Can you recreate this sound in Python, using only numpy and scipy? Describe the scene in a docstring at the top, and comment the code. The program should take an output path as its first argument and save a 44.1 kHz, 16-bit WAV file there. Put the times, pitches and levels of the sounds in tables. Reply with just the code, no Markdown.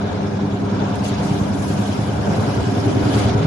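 """A bread slicer idles in a room while the microphone walks up to it.
Its mains motor hums in sines; a crank throws the blade frames to and fro about ten times a second.
Each throw loads the motor, which swells the hum, and shakes the steel cabinet: resonant and banded noise.
The blades hiss in their guides, noise and dense clicks that swell twice a turn; loose parts knock
and tick, and two thin tones waver, noise through narrow resonances."""
import sys
import numpy as np
from scipy import signal
from scipy.io import wavfile
from scipy.ndimage import uniform_filter1d

SR = 44100
rng = np.random.default_rng(int(sys.argv[2]) if len(sys.argv) > 2 else 0)


def put_to_file(sound):
    """Save the sound as 16-bit audio at rate SR, in the file named by the first command-line argument."""
    columns = np.atleast_2d(sound).T  # one column per channel
    safe = np.clip(columns, -1, 1)
    whole_steps = np.round(safe * 32767)
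    wavfile.write(sys.argv[1], SR, whole_steps.astype(np.int16))


N = 152586
TIME_S = np.arange(N) / SR

HUM_HZ = 100.1
STROKE_HZ = 10.26  # turns of the crank per second
SLIDE_START_S = .025  # a moment of mid-travel, when the blades slide fastest
RIGHT_LAG_S = .00043  # sound of the left side panel reaches the right port later

# Steady hum as the microphone moves through the room:
# time_s, first_partial_rms_db, second_partial_rms_db, first_band_db (swell and cabinet near 100 Hz)
HUM_PATH = [(0, -29, -29, -32), (1, -29, -27, -31.5), (1.6, -29, -27.5, -29), (2.1, -28, -32.5, -27),
            (3, -28, -39, -24), (3.46, -28, -41, -21.5)]
# Likeness of left and right over pitch: pitch_hz, likeness (1 = same, 0 = unrelated)
LIKENESS = [(60, .95), (130, .92), (270, .72), (570, .45), (1200, .3), (2600, 0), (9200, 0), (10600, .9)]


def amp(db):
    """Amplitude factor of a level in dB."""
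    return 10 ** (np.asarray(db) / 20)


def rms_one(x):
    """Scale to an rms of 1."""
    return x / np.sqrt(np.mean(x ** 2) + 1e-20)


def in_time(rows):
    """Lines drawn through the columns of a table whose first column is the time in s."""
    time_s, *columns = np.transpose(rows)
    return [np.interp(TIME_S, time_s, column) for column in columns]


def at_hz(points, hz):
    """Value at one pitch, read along a logarithmic pitch axis."""
    pitch_hz, values = np.transpose(points)
    return np.interp(np.log(hz), np.log(pitch_hz), values)


def drift(rate_hz):
    """Random wander with rms 1: noise through two equal low-pass poles, run at one step in 40 samples."""
    r = np.exp(-80 * np.pi * rate_hz / SR)
    slow = signal.lfilter([1], [1, -2 * r, r * r], rng.standard_normal(N // 40 + 2002))
    slow = slow[2000:]  # the filter has settled
    return np.interp(np.arange(N) / 40, np.arange(len(slow)), rms_one(slow - slow.mean()))


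def resonate(x, hz, width_hz):
    """Two-pole resonance, gain 1 on top."""
    r = np.exp(-np.pi * width_hz / SR)
    zeros = np.array([1, 0, -1]) * (1 - r * r) / 2
    poles = [1, -2 * r * np.cos(2 * np.pi * hz / SR), r * r]
    return signal.lfilter(zeros, poles, x)


def bandpass(x, low_hz, high_hz):
    """Gentle band-pass filter."""
    return signal.sosfilt(signal.butter(2, [low_hz, high_hz], "band", fs=SR, output="sos"), x)


def banded_noise(spectrum, patchy, per_octave, tilt=None):
    """Stereo noise in narrow bands, each with its own level, flicker, likeness and balance; middle rms 1."""
    # Lean of the sound between the ports: pitch_hz, left_minus_right_db
    balance = [(100, -2.1), (300, -1.5), (600, 3), (1200, 0.8), (2500, 0)]
    low_hz, high_hz = spectrum[0][0], spectrum[-1][0]
    edges = np.geomspace(low_hz, high_hz, int(per_octave * np.log2(high_hz / low_hz)) + 2)
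    white = rng.standard_normal((2, 2, N + SR // 4))  # neighbouring bands use different noise
    out = 0
    for k, (a, b) in enumerate(zip(edges, edges[1:])):
        mid, side = bandpass(white[k % 2], a, b)[:, -N:]
        hz = np.sqrt(a * b)
        alike = np.clip(at_hz(LIKENESS, hz), -1, 1)
        lean_db = at_hz(balance, hz) / 2
        level_db = at_hz(spectrum, hz) + patchy * (.5 * drift(.99) + 2.06 * drift(25.0))
        if tilt is not None:
            level_db = level_db + tilt(hz)
        pair = np.sqrt(1 + alike) * mid + np.sqrt(1 - alike) * side * [[1], [-1]]
        out = out + amp(level_db) * amp([[lean_db], [-lean_db]]) * pair
    return out / np.sqrt(np.mean(np.mean(out, axis=0) ** 2))


def crank_load():
    """Each turn loads the motor at the throw and, more weakly, at the return; peak about 1."""
    # Load in one crank turn: delay_s, rise_s, fall_s, level_db
    throws = [(0, .011, .013, 0), (.048, .008, .012, -12)]
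    first_throw_s, spread_db, jitter_s = .0445, 1.2, .001
    load = np.zeros(N)
    turns = np.arange(-1, N / SR * STROKE_HZ)
    luck = rng.standard_normal((len(turns), len(throws), 2))
    for turn, row in zip(turns, luck):
        for (delay, rise, fall, db), (early, strong) in zip(throws, row):
            s = first_throw_s + turn / STROKE_HZ + delay + jitter_s * early
            i = slice(max(int((s - .04) * SR), 0), max(int((s + .1) * SR), 0))
            since = TIME_S[i] - s
            push = np.where(since < 0, np.exp(-(since / rise) ** 2), np.exp(-np.abs(since) / fall))
            load[i] += amp(db + spread_db * strong) * push
    return load


def slide_cycle():
    """The blades slide fastest twice a crank turn, at mid-travel: a cosine between -1 and 1."""
    return np.cos(4 * np.pi * STROKE_HZ * (TIME_S - SLIDE_START_S))


def strokes():
    """Contacts bunch twice a turn, at mid-travel; mean 1."""
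    return 1 + .61 * slide_cycle()


def clicks(per_s, shape):
    """Random clicks of uneven size and either sign, rms 1."""
    sizes = amp(3.5 * np.minimum(rng.exponential(1, shape), 3)) * rng.choice([-1, 1], shape)
    return rms_one((rng.random(shape) < per_s / SR) * sizes)


def whine():
    """Thin wavering tones: noise twice through a narrow resonance."""
    # Thin tones: pitch_hz, rms_db, width_hz (of each pass)
    thin_tones = [(715, -40.5, 14), (2324, -59, 8)]
    out = 0
    for hz, db, width in thin_tones:
        once = resonate(rng.standard_normal(N), hz, width)
        out = out + amp(db) * rms_one(resonate(once, hz, width))
    return out


def rumble(beat, rattle_db):
    """Low banded noise of the cabinet that follows the rattle level and lifts at each throw."""
    # Relative spectrum: pitch_hz, density_db (per Hz)
    low_spectrum = [(22, -49), (43, -34), (57, -49), (72, 6.5), (100, -5.5), (160, -14.5), (200, 5),
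                    (240, -2.5), (350, -6.5), (460, -13), (520, -38.5)]
    noise = banded_noise(low_spectrum, patchy=1.0, per_octave=4)
    return amp(rattle_db + 2.5 + 2.5 * beat) * noise


def cabinet(beat, bands_db):
    """Noise rings the steel panels, harder at each throw; partly unlike left and right."""
    # Noisy cabinet resonances: pitch_hz, width_hz, level_db (over the band), lift_db (per unit of beat)
    resonances = [(108, 60, -5, 4), (149.8, 41, 2, 1), (277.4, 55, -1, 2), (396, 30, -3, 1)]
    out = 0
    for (hz, width, db, lift_db), band_db in zip(resonances, bands_db):
        mid, side = (rms_one(resonate(resonate(v, hz, width), hz, 1.01 * width))
                     for v in rng.standard_normal((2, N)))
        alike = at_hz(LIKENESS, hz)
        lift = rms_one(amp(lift_db * beat))
        pair = mid + np.sqrt((1 - alike) / (1 + alike)) * side * [[1], [-1]]
        out = out + amp(db + band_db) * lift * pair
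    return out


def rattle(beat, rattle_db):
    """Panels rattle as banded noise, lifted at each throw; the left side panel adds a steadier layer."""
    # Relative spectrum: pitch_hz, density_db (per Hz)
    panel_spectrum = [(260, -27), (450, 1), (712, 1), (868, -3), (947, -1.5), (1120, -8), (1550, -7.5),
                      (1890, -23.5), (2200, -11), (2860, -55)]
    front = amp(rattle_db - .5 + 1.0 * beat) * banded_noise(panel_spectrum, patchy=1.1, per_octave=5)
    aside = amp(rattle_db - 2.5) * banded_noise(panel_spectrum, patchy=1.1, per_octave=5)
    return front + [aside[0], np.roll(aside[1], round(RIGHT_LAG_S * SR))]


def knocks(rattle_db):
    """Loose parts knock a panel on the left; every knock strikes each mode with its own strength."""
    # Panel modes: pitch_hz, level_db, t60_s
    panel_modes = [(400, -3, .08), (583, 0, .05), (715, -1, .05), (805, -2, .04), (938, -3, .03),
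                   (1337, -5, .03)]
    # Harder knocks: start_s, level_db (before the mode level and its chance strength)
    hard_knocks = [(.207, -22), (.809, -24), (.821, -21), (.828, -21), (2.267, -27), (2.276, -23),
                   (2.314, -23), (2.437, -24)]
    start_s, hard_db = np.transpose(hard_knocks)
    blows = np.zeros(N)
    blows[(start_s * SR).astype(int)] = amp(hard_db)
    light = clicks(240 * strokes(), N)  # 240 light knocks a second on average
    luck = rng.standard_normal((len(panel_modes), N))
    soft, hard = 0, 0
    for (hz, db, t60), own in zip(panel_modes, luck):
        r, w = amp(-60 / (t60 * SR)), 2 * np.pi * hz / SR
        struck = amp(db) * np.array([light * own, blows * amp(2 * own)]) + 1e-18
        soft_ring, hard_ring = signal.lfilter([0, np.sin(w)], [1, -2 * r * np.cos(w), r * r], struck)
        soft, hard = soft + soft_ring, hard + hard_ring
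    ring = amp(rattle_db - 8) * rms_one(soft) + hard
    return np.array([ring, amp(-6) * np.roll(ring, round(RIGHT_LAG_S * SR))])


def ticks():
    """Loose parts tick: short bright noise bursts that die fast, unlike left and right."""
    # Ticks: start_s, level_db (first level, before the noise is band-passed)
    tick_list = [(0.955, -34.5), (1.0425, -31), (1.0825, -31), (3.1857, -30), (3.2444, -38)]
    t60_s = .06
    shape = np.zeros(N)
    for s, db in tick_list:
        shape += amp(db - 60 * np.clip(TIME_S - s, 0, 1) / t60_s) * (TIME_S >= s)
    return shape * bandpass(rng.standard_normal((2, N)), 3500, 11500)


def chatter():
    """Dense clicks, bunched at mid-travel, ring the blades; each mode has its own, in each channel."""
    # Ringing modes of the blades: pitch_hz
    blade_modes = [2430, 2925, 3505, 3995, 4730, 5500, 6550]
    rings = 0
    for hz in blade_modes:
        contacts = clicks(350 * strokes(), (2, N))  # 350 clicks a second on average
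        rings = rings + resonate(contacts, hz, width_hz=116)
    return amp(-3) * rms_one(rings)


def hiss():
    """Blades sliding in their guides: noise and chatter, brighter when the microphone faces them."""
    # Hiss on the way in: time_s, level_db (before trim and swell), top_octave_db (only its swing counts)
    hiss_path = [(0.08, -45.5, -24.5), (0.67, -47.5, -21.5), (0.69, -43, -30.5), (1.02, -44, -18.5),
                 (1.05, -38.5, -11.5), (1.17, -40.5, -26), (1.24, -40, -13), (1.51, -44, -16.5),
                 (1.64, -45, -5.5), (1.87, -41.5, -12.5), (2.21, -45, -14), (2.31, -41, -15.5),
                 (3.0, -41.5, -16.5), (3.2, -35, -11.5), (3.31, -37, -25), (3.32, -42, -18.5),
                 (3.46, -39, -26)]
    # Relative spectrum of the sliding blades: pitch_hz, density_db (per Hz)
    blade_spectrum = [(1500, -8), (2000, -1), (3300, 2.5), (4400, -3), (5600, -1), (6200, -6), (7200, -7),
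                      (8200, -14), (10500, -14), (11300, -18), (12500, -21)]
    level_db, top_db = in_time(hiss_path)
    swell_db = .5 * slide_cycle()
    bright_db = top_db - top_db.mean() + swell_db

    def tilt(hz):
        """Brightness acts from 3500 Hz up and in full 1.8 octaves higher."""
        return np.clip(np.log2(hz / 3500) / 1.8, 0, 1) * bright_db

    noise = banded_noise(blade_spectrum, patchy=1.3, per_octave=5, tilt=tilt)
    trim_db = 1
    return amp(level_db + trim_db + .2 * swell_db) * (noise + chatter())


def hum(load, bands_db):
    """Clean motor partials; every throw swells them, some pushed one crank order aside."""
    # Phase lag of the two steady partials: lag_rad
    partial_lags = 2.0, 1.4
    # Swells at each throw: hum_multiple, shift_crank_orders, lag_rad, delay_s
    swells = [(1, 1, .6, 0), (2, 0, 1.4, 0), (3, -1, 2.3, .006), (4, 0, 2.4, .008)]
    # Mean level of each swell: level_db (over its band)
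    swell_levels = [0, -4, -11, -7]
    # Steady side tones: hum_multiple, shift_crank_orders, level_db (over its partial), lag_rad
    side_tones = [(1, -1, -6, -1.5), (2, -2, -11, 2.5)]

    def tone(multiple, shift, lag):
        hz = multiple * HUM_HZ + shift * STROKE_HZ
        return np.cos(2 * np.pi * hz * TIME_S - lag)

    path_db = in_time(HUM_PATH)
    out = 0
    for k, (db, lag) in enumerate(zip(path_db, partial_lags)):
        out = out + amp(db) * tone(k + 1, 0, lag)
    for (k, shift, lag, delay), db, band_db in zip(swells, swell_levels, bands_db):
        late_load = np.interp(TIME_S - delay, TIME_S, load) / load.mean()
        out = out + amp(db + band_db) * late_load * tone(k, shift, lag)
    for k, shift, db, lag in side_tones:
        out = out + amp(db + path_db[k - 1]) * tone(k, shift, lag)
    return np.sqrt(2) * out  # levels count as rms


def scene():
    """The layers of the slicer, with levels that follow the microphone on its way in."""
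    # Band levels on the way in: time_s, near_145_hz_db, near_280_hz_db, near_395_hz_db, panel_rattle_db
    near_path = [(0, -34, -31.5, -30.5, -31.5), (.6, -32.5, -28, -33.5, -33.5),
                 (.82, -29, -27.5, -28, -30.5), (1.05, -36, -31, -36, -31.5), (1.3, -27, -25, -31, -31),
                 (2.15, -33.5, -29.5, -36, -31), (2.33, -26.5, -33, -27, -27), (2.65, -33, -25, -29.5, -30),
                 (3.0, -27.5, -18.5, -25, -29), (3.15, -38, -21.5, -26.5, -26),
                 (3.42, -25, -28, -26, -28.5)]
    *upper_bands_db, rattle_db = in_time(near_path)
    bands_db = [in_time(HUM_PATH)[2], *upper_bands_db]
    load = crank_load()
    beat = uniform_filter1d(load, size=600, origin=200)  # smoothed over 14 ms, 4.5 ms late
    body = (whine() + hum(load, bands_db)) * amp([[-.2], [.2]])  # a touch louder on the right
    shaken = rumble(beat, rattle_db) + cabinet(beat, bands_db) + rattle(beat, rattle_db)
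    return body + shaken + knocks(rattle_db) + ticks() + hiss()


def record(dry):
    """The microphone channel rounds peaks below .85, then cuts the top steeply at 11.6 kHz."""
    top = .85
    rounded = top * np.tanh(dry / top)
    return signal.sosfilt(signal.ellip(10, .5, 75, 11600, fs=SR, output="sos"), rounded)


dry = scene()
out = record(dry)
put_to_file(out)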